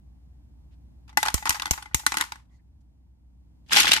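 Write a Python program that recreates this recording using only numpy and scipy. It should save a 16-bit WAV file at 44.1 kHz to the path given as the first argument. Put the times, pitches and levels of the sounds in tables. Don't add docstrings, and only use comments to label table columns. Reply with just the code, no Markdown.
import sys
import numpy as np
from scipy import signal
from scipy.fft import rfft, irfft
from scipy.io import wavfile
from scipy.ndimage import uniform_filter1d

SR = 44100
rng = np.random.default_rng(int(sys.argv[2]) if len(sys.argv) > 2 else 0)


def amp(db):
    return 10 ** (np.asarray(db, float) / 20)


def write(x):
    x = np.atleast_2d(x).T
    wavfile.write(sys.argv[1], SR, np.round(np.clip(x, -1, 1) * 32767).astype(np.int16))


N = 176400

# t/s, peak level/dB, thump level/dB, thump left-right/dB
SNAPS = [
    (1.342, -6, -27.5, -38),
    (1.493, -5, -37.5, -19),
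    (1.709, -6, -30.5, 18.5),
    (1.945, -6.5, -31.5, 13),
]
# f/Hz, level/dB
BASE_COLOUR = [(250, -29.5), (660, -24), (840, 0), (1240, -4.5), (3000, -9.5), (6000, -12.5), (11000, -20),
               (14600, -28)]
# f/Hz, level/dB
GLOBE_COLOUR = [(88, -35), (150, -5), (661, -10.5), (835, -5), (1030, -3), (2970, 10.5), (12300, -8.5),
                (14400, -21), (15900, -71)]
RISE_S, CHATTER_S = 0.0004, 0.003


def evened(x):
    return x / np.sqrt(np.mean(x ** 2) + 1e-20)


def read(points, hz):
    f, value = np.transpose(points)
    return np.interp(np.log(hz + 1), np.log(f + 1), value)


def add(mix, s, sound):
    part = mix[:, round(s * SR):][:, :sound.shape[1]]
    part += sound[:, :part.shape[1]]


def rings(hz, db, t60, phase, size=4000):
    t = np.arange(size)[:, None] / SR
    modes = amp(db - 60 * t / t60) * np.sin(2 * np.pi * hz * t + phase)
    return modes.sum(1)


def causal(x, db):
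    fold, half = irfft(np.log(amp(db))), x.shape[1] // 2
    fold[:, 1:half] *= 2
    fold[:, half + 1:] = 0
    return irfft(rfft(x) * np.exp(rfft(fold)))


def shell(colour, hollow_db, bright_db, chatter_s, rise_s=RISE_S, size=8192):
    # f/Hz, level/dB, t60/s
    cavity_modes = [(215, -18, 0.04), (296, -19, 0.063), (864, 3, 0.051), (957, -3, .03),
                    (1078, 1.5, 0.022), (1457, 2.5, 0.031), (1993, -5, 0.09)]
    # f/Hz, left-right level/dB
    port_balance = [(60, 0.0), (180, -0.5), (550, -1.5), (1650, 3), (4970, 1), (15000, -1)]
    crack_t60, ring_t60, ring_db, flutter_db, ragged_db = 0.019, 0.08, -12.5, 3, 3
    room_t60, room_db, room_dull_db = 0.49, -18, -0.5
    shared, right_lag_s = 0.059, 0.0002
    t, hz = np.arange(size) / SR, np.fft.rfftfreq(size, 1 / SR)
    a, b, c, d, bumps, tick = rng.standard_normal((size, 6)).T

    struck = rng.random(size) < 0.04
    ticks = (0.42 * abs(tick) * struck * np.exp(-(t / chatter_s) ** 2))[:600]
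    ticks[0] = 2
    crack_power = signal.fftconvolve(ticks ** 2, amp(-120 * t / crack_t60))[:size]
    flutter = flutter_db * evened(uniform_filter1d(tick, size=90))
    shake = np.sqrt(abs(crack_power)) + amp(ring_db - 60 * t / ring_t60 + flutter)
    shake *= 1 - np.exp(-t / rise_s)

    ragged = evened(uniform_filter1d(uniform_filter1d(bumps[:len(hz)], size=60), size=40))
    octaves = np.log2(np.maximum(hz, 900) / 3000)
    balance = read(port_balance, hz) * np.array([[0.5], [-0.5]])
    db = read(colour, hz) + bright_db * octaves / 2 + balance
    right = shared * a + np.sqrt(1 - shared ** 2) * b
    walls = causal(np.array([a, right]) * shake, db + ragged_db * ragged)

    echo = amp(room_db - 60 * t / room_t60) * (1 - np.exp(-t / 0.002))
    echo *= np.hanning(2 * size)[size:]
    tail = causal(np.array([c, d]) * echo, db + room_dull_db * octaves)

    f, level, ring = np.transpose(cavity_modes)
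    vary = rng.random((len(f), 2)) - 0.5
    group_db = np.where(abs(f - 900) < 100, *hollow_db)
    cavity = rings(f * (1 + 0.06 * vary[:, 0]), level + group_db + 9 * vary[:, 1], ring, 0, size=3000)
    swell = np.sin(np.pi / 2 * np.minimum(t[:3000] / max(0.0028, rise_s), 1)) ** 2

    both = (walls + tail) / abs(walls).max()
    both[:, :3000] += cavity * swell * amp([[1.5], [-1.5]])
    lag = round(right_lag_s * SR)
    return np.array([np.pad(both[0], (0, lag)), np.pad(both[1], (lag, 0))])


def knocks(rows, colour, chatter_s, rise_s=RISE_S):
    out = np.zeros((2, N))
    for s, db, low_db, bright_db, upper_db in rows:
        sound = shell(colour, (low_db, upper_db), bright_db, chatter_s, rise_s)
        add(out, s, amp(db) * sound / abs(sound.mean(0)).max())
    return out


def ratchet():
    # f/Hz, level/dB
    snap_colour = [(400, -14.5), (905, -1), (1630, -7.5), (1930, 1.5), (4780, -1.5), (6710, 8),
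                   (11000, -3.5), (14600, 1)]
    low_db, upper_db = -32, -24.5
    rows = [(s, db, low_db, 0.1, upper_db) for s, db, *_ in SNAPS]
    return knocks(rows, snap_colour, chatter_s=0.0007)


def thumps():
    thump_db, kick_db, kick_s = 16.5, -0.5, 0.00042
    out, t = np.zeros((2, N)), np.arange(4000) / SR
    u = t / kick_s
    kick = amp(kick_db) * u * np.exp(1 - u)
    push = rings(65, 0, 0.075, 0) - kick
    for s, _, db, pan_db in SNAPS:
        pan = np.minimum(amp([[pan_db], [-pan_db]]), 1)
        add(out, s + 0.0013, amp(db + thump_db) * push * pan)
    return out


def base_knocks():
    # t/s, peak level/dB, low cavity level/dB, brightness/dB, upper cavity level/dB
    base_hits = [(1.172, -5, -6.5, 7, -12.5), (1.229, -8.5, -10.5, 1.5, -21),
                 (1.253, -18.5, -20.5, 4.5, -12.5), (1.26, -14, -13.5, 1, -14),
                 (1.271, -18, -11.5, -2.5, -14.5), (1.283, -14, -21, -1, -20),
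                 (1.302, -26, -11.5, 2, -15.5), (1.455, -15.5, -15, 1, -12), (1.505, -13, -13.5, 3.5, -9.5),
                 (1.597, -18.5, -23.5, -0.5, -14), (1.62, -16.5, -28, 0.5, -21),
                 (1.63, -24, -16.5, -2, -5.5), (1.656, -16, -23, 0.5, -10.5),
                 (1.666, -28, -21.5, 4.5, -3.5), (1.676, -31, -9, 5, -5), (2.064, -6.5, -19.5, 6.5, -13),
                 (2.12, -13, -26.5, -3, -14), (2.141, -17.5, -13.5, 2, -13), (2.15, -28.5, -19.5, 0, -4.5),
                 (2.17, -14, -26.5, 3, -9.5), (2.183, -22, -31.5, 4.5, -17), (2.197, -28, -32, -5.5, -15),
                 (2.204, -19, -27, -3.5, -8.5), (2.21, -10, -20, 3, -16.5),
                 (2.221, -22.5, -24, -0.5, -15.5), (2.238, -26.5, -17.5, 2.5, -9),
                 (2.249, -35, -25.5, 5, -9.5), (2.32, -24, -25, 0, -16), (2.356, -37, -15.5, -3.5, -10)]
    return knocks(base_hits, BASE_COLOUR, CHATTER_S)


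def nudges():
    # t/s, peak level/dB, low cavity level/dB, brightness/dB, upper cavity level/dB
    soft_hits = [(1.078, -50.5, -12.5, -1, -13), (1.092, -44.5, -7.5, -5, -16.5), (1.127, -49, -0.5, -1, 0),
                 (1.377, -28, -10.5, 2.5, -16), (1.424, -27.5, -6, 4.5, -4.5), (1.463, -21.5, -13, -1, -14),
                 (1.471, -17.5, -25, -5, -12.5), (1.524, -23, -25, 4, -22.5),
                 (1.544, -23, -10.5, -1, -19.5), (1.552, -26, -12.5, -3.5, -17.5),
                 (1.564, -33, -10, 1, -5.5), (1.732, -24, -26.5, 0, -16.5), (1.776, -29.5, -9, -5, -14.5),
                 (1.823, -30.5, -21, 2, -16.5), (1.856, -35.5, -6, -5.5, -3), (1.911, -47, 6.5, 0.5, 10.5),
                 (1.994, -30.5, -19, 5, -19.5), (2.034, -40.5, 15, -2, 14.5), (2.375, -61, -15, -12, -14),
                 (2.397, -57, -6, -8, -8), (2.452, -72, -16, 3, -12)]
    return knocks(soft_hits, BASE_COLOUR, 2 * CHATTER_S, rise_s=0.003)


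def tumbles():
    # t/s, peak level/dB, low cavity level/dB, brightness/dB, upper cavity level/dB
    globe_hits = [(3.695, -34.5, -16, -12, -17), (3.707, -28.5, -21, -11, -31), (3.716, -22, -26, 0, -38),
                  (3.72, -13.5, -39, -11, -30), (3.726, -16, -29, 6, -30), (3.731, -7.5, -32, 4, -18),
                  (3.742, -13, -31, -13, -30), (3.752, -16, -23, 8, -13), (3.762, -10, -19, -5, -21),
                  (3.768, -6, -16, 0.5, -19), (3.78, -7.5, -34, 2, -27), (3.787, -19, -18, 5, -18),
                  (3.793, -14, -22, -7, -29), (3.799, -10, -38, -0.5, -21), (3.803, -7, -29, 8, -12.5),
                  (3.811, -11, -43, -3, -16), (3.818, -15, -30, 7, -23), (3.824, -25, -32, -8.5, -1),
                  (3.83, -15.5, -34, 0.1, -24), (3.844, -14, -5, -4, -6), (3.853, -15, -23, -9, -22),
                  (3.869, -15, -22, -15, -18), (3.878, -11, -39, -4.5, -28), (3.888, -13.5, -33, -3, -25),
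                  (3.892, -14, -30, -10.5, -29), (3.911, -18, -23, 0.1, -13), (3.917, -4, -42, -1.5, -32),
                  (3.932, -8.5, -31, 5, -32), (3.937, -6, -51, 5.2, -19), (3.942, -29, -39, 4, -11),
                  (3.953, -26, -20, -9, -22), (3.964, -13.5, -34, -5.5, -20), (3.973, -18, -16.5, -1, -24),
                  (3.981, -21, -19, -8, -15)]
    return knocks(globe_hits, GLOBE_COLOUR, CHATTER_S)


def roll():
    # t/s, level/dB
    slide_level = [
        (3.66, -72),
        (3.701, -50.5),
        (3.729, -23.5),
        (3.798, -17),
        (3.842, -23.5),
        (3.9, -27),
        (3.946, -20.5),
        (4.0, -43),
    ]
    hits_per_s, spread_db, kinds = 900, 4.5, 10
    start = round(slide_level[0][0] * SR)
    size = N - start
    out = np.zeros((2, size))
    for _ in range(kinds):
        strength = amp(spread_db * np.minimum(rng.exponential(1, size), 4))
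        hits = strength * (rng.random(size) < hits_per_s / kinds / SR)
        sound = shell(GLOBE_COLOUR, (-26, -23), bright_db=0.054, chatter_s=0.00039)
        out += signal.fftconvolve(sound, hits[None], axes=1)[:, :size]
    level = amp(np.interp((start + np.arange(size)) / SR, *np.transpose(slide_level)))
    return np.pad(evened(out) * level, ((0, 0), (start, 0)))


def rubs():
    # t/s, length/s, level/dB, centre f/Hz, width/Hz
    strokes = [(0.705, .055, -72, 2370, 5030), (1.079, 0.045, -61, 2540, 3050),
               (1.918, 0.012, -60, 1600, 2400), (1.932, .01, -54, 2200, 3000),
               (2.488, 0.09, -75, 2000, 260), (2.49, .11, -78, 5000, 7000), (2.493, .01, -78, 3350, 300),
               (2.58, 0.035, -76, 1900, 600), (2.512, 0.07, -82, 6600, 700), (2.53, .07, -83, 4400, 700),
               (2.43, .19, -78, 950, 600), (2.802, 0.023, -78, 6000, 6000)]
    out = np.zeros((2, N))
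    for s, length, db, hz, width in strokes:
        size = round(length * SR)
        grit = rng.standard_normal((size, 3)).T
        f = np.fft.rfftfreq(size, 1 / SR)
        grains = grit[:2] * amp(2.9 * grit[2])
        band = irfft(rfft(grains) / (1 + (2 * (f - hz) / width) ** 2), size)
        add(out, s, amp(db) * evened(band) * np.sqrt(np.hanning(size)))
    return out


def floor():
    # f/Hz, level/dB
    air_colour = [(35, -31.5), (90, -10), (140, -14), (310, -21.5), (400, -37.5), (850, -36.5), (1300, -48),
                  (4000, -51), (14500, -60)]
    # t/s, level/dB
    floor_drift = [(0, 0.5), (1.0, 1.5), (2.499, -3), (3.201, -4.5), (4, 3.5)]
    # f/Hz, likeness (-1 to 1)
    likeness = [(60, 1), (240, 0.2), (950, 0.1), (3770, -0.83), (15000, 0.073)]
    air_db, hum_db, line_db = -58.5, -57, -50
    hum_hz, hum_width_hz, line_hz = 61, 5.4, 60.5
    frames, hz = N // 512 + 5, np.fft.rfftfreq(2048, 1 / SR)
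    a, b, c, d = rng.standard_normal((frames, 1025, 4)).T
    same = np.clip(read(likeness, hz), -1, 1)[:, None]
    left = a + 1j * b
    right = same * left + np.sqrt(1 - same ** 2) * (c + 1j * d)
    z = np.array([left, right])

    def noise(spectra, gain):
        shaped = spectra * gain[:, None]
        return evened(signal.istft(shaped, nperseg=2048, noverlap=1536)[1][:, :N])

    air = noise(z, amp(read(air_colour, hz)))
    peak = 1 / (1 + ((hz - hum_hz) / hum_width_hz) ** 2) ** 2
    hum = noise(z[:, :, ::-1], peak)
    t = np.arange(N) / SR
    line = np.sin(2 * np.pi * line_hz * t)
    drift = amp(np.interp(t, *np.transpose(floor_drift)))
    return (amp(air_db) * air + amp(hum_db) * hum + amp(line_db) * line) * drift


def scene():
    crank = ratchet() + thumps()
    balls = base_knocks() + tumbles() + roll()
    return crank + balls + nudges() + rubs() + floor()


def top_cut(x):
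    return signal.sosfilt(signal.butter(12, 16040, fs=SR, output="sos"), x)


def record(dry):
    knee, headroom = 0.7, 0.22
    edge_hz, above_edge_db, burst_db = 14700, -17, 13
    hz = np.fft.rfftfreq(N, 1 / SR)
    over = np.maximum(abs(dry) - knee, 0)
    dry = dry - np.sign(dry) * (over - headroom * np.tanh(over / headroom))
    top = irfft(rfft(dry) * np.clip((hz - edge_hz) / 200, 0, 1), N)
    kept = irfft(rfft(top) * np.clip((16100 - hz) / 900, 0, 1), N)
    power = (top ** 2).mean(0) + 1e-16
    sudden = uniform_filter1d(power, size=150) > amp(burst_db) * uniform_filter1d(power, size=1800)
    gate = uniform_filter1d(uniform_filter1d(sudden * 1.0, size=200), size=200)
    mix = dry - top + amp(above_edge_db) * gate * kept
    return top_cut(mix)


dry = scene()
out = record(dry)
write(out)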